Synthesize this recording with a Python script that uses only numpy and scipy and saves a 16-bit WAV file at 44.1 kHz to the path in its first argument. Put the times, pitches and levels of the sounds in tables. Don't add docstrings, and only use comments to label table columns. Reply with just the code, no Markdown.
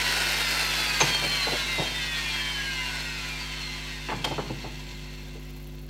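import sys
import numpy as np
from scipy import signal
from scipy.fft import rfft, irfft
from scipy.io import wavfile
from scipy.ndimage import uniform_filter1d

SR = 44100
rng = np.random.default_rng(int(sys.argv[2]) if len(sys.argv) > 2 else 0)


def waveform_to_disk(signal):
    frames = np.transpose(np.atleast_2d(signal))
    scaled = np.clip(frames, -1, 1) * 32767
    samples = np.round(scaled).astype(np.int16)
    wavfile.write(sys.argv[1], SR, samples)


N = 259749
TIME = np.arange(N) / SR
TOP_HZ = 15750

# frequency in Hz, gain in dB.
HOUSING_EQ = [(300, -24), (700, -13.5), (1000, -9.5), (1260, -25.5), (1450, -12), (2400, -18.5), (3500, -8),
              (4400, -12), (5200, -13.5), (6900, -18), (7700, -15), (9300, -34.5), (11000, -20.5),
              (15500, -32)]
# centre in Hz, width in Hz, gain in dB.
HOUSING_RINGS = [(942, 146, -8), (1390, 26, -11), (1586, 134, -15), (1935, 48, -6.5), (2074, 83, -1),
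                 (2460, 220, -18.5), (2680, 374, -4), (3230, 77, -25), (3340, 85, -13), (3650, 250, -11.5),
                 (4280, 230, -5), (4640, 42, -14), (5740, 650, -19), (6370, 180, -20.5), (7500, 300, -23)]
# multiple of the shaft speed, high-speed level
# into the vents in dB, shaft speed in Hz below which it fades, power of that fade.
WHISTLE_TONES = [(6, -34.5, 140, 16), (12, -37.5, 119, 14), (13, -43, 105, 5.1), (16, -37, 131, 14),
                 (17, -44.5, 144, 8.2), (19, -41.5, 160, 5.6), (22, -34.5, 144, 5.7), (31, -47.5, 86, 6.4),
                 (35, -46, 104, 6), (44, -39.5, 125, 4)]


def tool():
    speed = shaft_speed()
    turns = np.cumsum(speed * (1 + .0003 * walk(40))) / SR
    graze = 1 - ramp(start_s=1.02, length_s=0.91)
    buzz_gain = drive(speed, db=-33, knee_hz=136, power=4.27)
    hiss_gain = drive(speed, db=-40.5, knee_hz=63.8, power=3.07) * undb(6.5 * graze)
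    air_gain = drive(speed, db=-29, knee_hz=279, power=3.43) * undb(4 * graze)
    body = buzz_gain * buzz(turns) + hiss_gain * bearings(turns)
    near = room(body, t60=.12, wet_db=1) + room(whistles(turns, speed), t60=.12, wet_db=-8)
    return near + air_gain * fan_air(graze)


def shaft_speed():
    start_hz, drag_per_s, friction_hz_per_s = 251.95, .0585, 32.645
    offset_hz = friction_hz_per_s / drag_per_s
    return (start_hz + offset_hz) * np.exp(-drag_per_s * TIME) - offset_hz


def buzz(turns):
    # multiple of the shaft speed, relative level in dB.
    comb = [(1, 17), (5, 6), (6, 6.5), (7, 7.5), (10, 4.5), (13, 3.5), (20, 2.5), (28, 0), (31, 1),
            (35, 0.5), (45, -4.5), (60, -0.5), (72, -4), (110, -4)]
    orders = np.arange(111)
    sizes = undb(np.interp(orders, *np.transpose(comb)))
    sizes[[0] + [round(row[0]) for row in WHISTLE_TONES]] = 0
    one_turn = unit(irfft(sizes * np.exp(2j * np.pi * rng.random(len(orders))), 4096))
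    ride = np.interp(turns % 1, np.arange(len(one_turn)) / len(one_turn), one_turn)
    balls = undb(-9) * np.sin(2 * np.pi * 7.76 * turns)
    out = colour((ride + balls) * undb(walk(23.07)), HOUSING_EQ, HOUSING_RINGS, ring_db=3.5)
    out = butter(out, 3, 1450, "high")
    return out / np.sqrt(uniform_filter1d(out ** 2, SR))


def whistles(turns, speed):
    # frequency in Hz, gain in dB.
    vent_eq = [(700, -23), (1500, -15.5), (6000, -13), (10000, -28)]
    # centre in Hz, width in Hz, gain in dB.
    vent_rings = [(1184, 95, -14.5), (1400, 50, -9), (1573, 190, -5.5), (1885, 89, -5), (2070, 98, -0.5),
                  (2383, 175, -2.5), (2608, 80, -6), (2820, 150, -5.5), (3163, 180, 2.5), (3650, 430, -8.5),
                  (4235, 300, 2), (4630, 45, -3), (5160, 410, -14)]
    tones = np.zeros(N)
    for multiple, db, knee_hz, power in WHISTLE_TONES:
        flutter = undb(1.5 * walk(25) + 1.6 * walk(80))
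        tone = np.sin(2 * np.pi * round(multiple) * turns)
        tones += drive(speed, db, knee_hz, power) * flutter * tone
    return colour(np.sqrt(2) * tones, vent_eq, vent_rings)


def bearings(turns):
    impacts = rng.standard_normal(N) * undb(2.9 * walk(900))
    swell = 1 + 0.21 * np.cos(2 * np.pi * turns)
    return unit(colour(impacts * swell, HOUSING_EQ, HOUSING_RINGS, ring_db=4.5))


def fan_air(graze):
    # frequency in Hz, gain in dB.
    air_eq = [(150, -23), (300, -1), (1000, 2.5), (1180, -3), (1450, 7), (2700, 5.5), (3300, -3), (4500, 3),
              (6800, -7), (9000, -6), (11500, -15), (13000, -14), (14200, -15), (15800, -23)]
    rough_noise = rng.standard_normal(N) * undb(1.5 * walk(500) + 0.62 * walk(29.5))
    rush = unit(colour(rough_noise, air_eq))
    sizzle = butter(rng.standard_normal(N), 2, [12300, 13600], "band")
    flutter = undb(3.2 * walk(250) + walk(9))
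    return rush + undb(-27.5 + 7.5 * graze ** 2) * unit(sizzle * flutter)


def bench():
    # start in seconds, clack gain in dB, treble cutoff in Hz,
    # contact time in seconds, thud gain in dB.
    knocks = [(1.005, -18, 6500, 0.015, -40), (1.015, -22, 1260, 0.012, -27.5),
              (1.221, -34.5, 825, 0.05, -33), (1.469, -27.5, 1110, 0.018, -40),
              (1.519, -31.5, 980, 0.041, -38), (1.782, -27.5, 890, 0.044, -32),
              (4.087, -27.5, 2420, 0.018, -45), (4.116, -27, 1470, 0.021, -28),
              (4.244, -23.5, 8850, 0.0085, -46), (4.256, -29.5, 1160, 0.024, -40),
              (4.308, -26.5, 890, 0.019, -31), (4.381, -24.5, 1240, 0.02, -32),
              (4.497, -31, 790, 0.017, -31.5), (4.64, -34, 1030, .024, -38),
              (4.902, -50, 900, 0.022, -44.5), (5.353, -45, 690, 0.03, -58)]
    # start in seconds, pitch in Hz, level in dB, seconds to fall by 60 dB.
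    clinks = [(1.003, 6470, -17.5, 0.043), (1.012, 6290, -15, 0.083), (1.01, 2447, -16, 0.091),
              (4.243, 3186, -19.5, 0.051), (4.246, 4410, -33, 0.093), (4.246, 13020, -40, .05),
              (4.308, 7100, -51, .04)]
    thud_lag_s = 0.00788
    out = np.zeros(N)
    for start, db, dull_hz, contact_s, thud_db in knocks:
        thin_hz = 304 * (dull_hz / 1000) ** .33
        clack = blow(thin_hz, dull_hz, contact_s, t60=0.12)
        thud = blow(thin_hz=100, dull_hz=254, contact_s=0.021, t60=0.78)
        add(out, start, undb(db) * clack)
        add(out, start + thud_lag_s, undb(thud_db) * thud)
    for start, hz, db, t60 in clinks:
        t = np.maximum(TIME - start, 0)
        out += undb(db) * np.sin(2 * np.pi * hz * t) * decay(t, t60)
    return room(out, t60=0.49, wet_db=-6)


def blow(thin_hz, dull_hz, contact_s, t60):
    # frequency in Hz, gain in dB.
    knock_eq = [(60, -19), (100, -3), (140, 4.5), (250, -5), (370, 0), (550, -6.5), (900, -4), (1300, -11),
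                (2500, -6.5), (5000, -14), (9000, -20), (15000, -18)]
    t = TIME[:SR // 2]
    burst = colour(rng.standard_normal(len(t)), knock_eq)
    burst = butter(burst, 4, min(dull_hz, TOP_HZ), "low")
    burst = butter(burst, 2, thin_hz, "high")
    attack = np.minimum(t / 0.00048, 1)
    after = np.maximum(t - contact_s, 0)
    release = 0.51 * np.exp(-after / 0.0017) + 0.37 * decay(after, t60)
    return unit(burst) * attack * release


def mains_hum():
    # frequency in Hz (snapped to a mains harmonic), rms level in dB.
    partials = [(48.4, -41.5), (102.3, -61.5), (150.7, -45.5), (199.2, -60), (247.6, -50), (349.9, -53.5),
                (446.8, -65), (549.1, -66.5), (748.3, -72.5)]
    mains_hz = 49.96
    hum = np.zeros(N)
    for hz, db in partials:
        harmonic_hz = mains_hz * round(hz / mains_hz)
        hum += undb(db) * np.sqrt(2) * np.cos(2 * np.pi * (harmonic_hz * TIME + rng.random()))
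    return hum


def room_hush():
    # frequency in Hz, gain in dB.
    hush_eq = [(30, -8), (70, 5.5), (120, 5), (190, 6.5), (300, 1), (500, -2.5), (1000, -10.5),
               (3000, -13.5), (7000, -19), (9500, -27), (11500, -24), (15500, -20)]
    return undb(-52.5) * unit(colour(rng.standard_normal(N) * undb(walk(5.9)), hush_eq))


def crackle():
    ticks_per_s, tick_s = 80, 0.0017
    onsets = (rng.random(N) < ticks_per_s / SR).astype(float)
    envelope = signal.lfilter([1], [1, -np.exp(-1 / (tick_s * SR))], onsets)
    ticks = unit(butter(envelope * rng.standard_normal(N), 8, 10300, "high"))
    return undb(-71.5 + 12 * ramp(start_s=4.6, length_s=0.83)) * ticks


def room(x, t60, wet_db):
    t = TIME[:SR // 2]
    tail = rng.standard_normal(len(t)) * decay(t, t60) * (t > .002)
    wet = signal.fftconvolve(x, tail / np.linalg.norm(tail))[:N]
    return (x + undb(wet_db) * wet) / np.sqrt(1 + undb(2 * wet_db))


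def drive(speed, db, knee_hz, power):
    return undb(db) / np.sqrt(1 + (knee_hz / speed) ** power)


def colour(x, points, rings=(), ring_db=0):
    hz = np.maximum(np.fft.rfftfreq(len(x), 1 / SR), 1)
    point_hz, point_db = np.transpose(points)
    gain = undb(np.interp(np.log(hz), np.log(point_hz), point_db))
    peaks = sum(undb(db + ring_db) / (1 + (2 * (hz - centre) / width) ** 2) for centre, width, db in rings)
    return irfft(rfft(x) * (gain + peaks), len(x))


def butter(x, order, hz, kind):
    return signal.sosfilt(signal.butter(order, hz, kind, fs=SR, output="sos"), x)


def walk(rate):
    knots = rng.standard_normal(8192)
    return 1.56 * np.interp(TIME * rate, np.arange(len(knots)), knots)


def ramp(start_s, length_s):
    return np.clip((TIME - start_s) / length_s, 0, 1)


def decay(t, t60):
    return np.exp(-np.log(1000) * t / t60)


def undb(db):
    return 10 ** (np.asarray(db) / 20)


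def unit(x):
    return x / np.sqrt(np.mean(x ** 2))


def add(out, start_s, sound):
    start = int(start_s * SR)
    out[start:start + len(sound)] += sound[:N - start]


def scene():
    return (tool() + bench() + mains_hum() + room_hush() + crackle())[None]


def record(dry):
    return signal.sosfilt(signal.ellip(10, .2, 80, TOP_HZ, fs=SR, output="sos"), dry)


dry = scene()
out = record(dry)
waveform_to_disk(out)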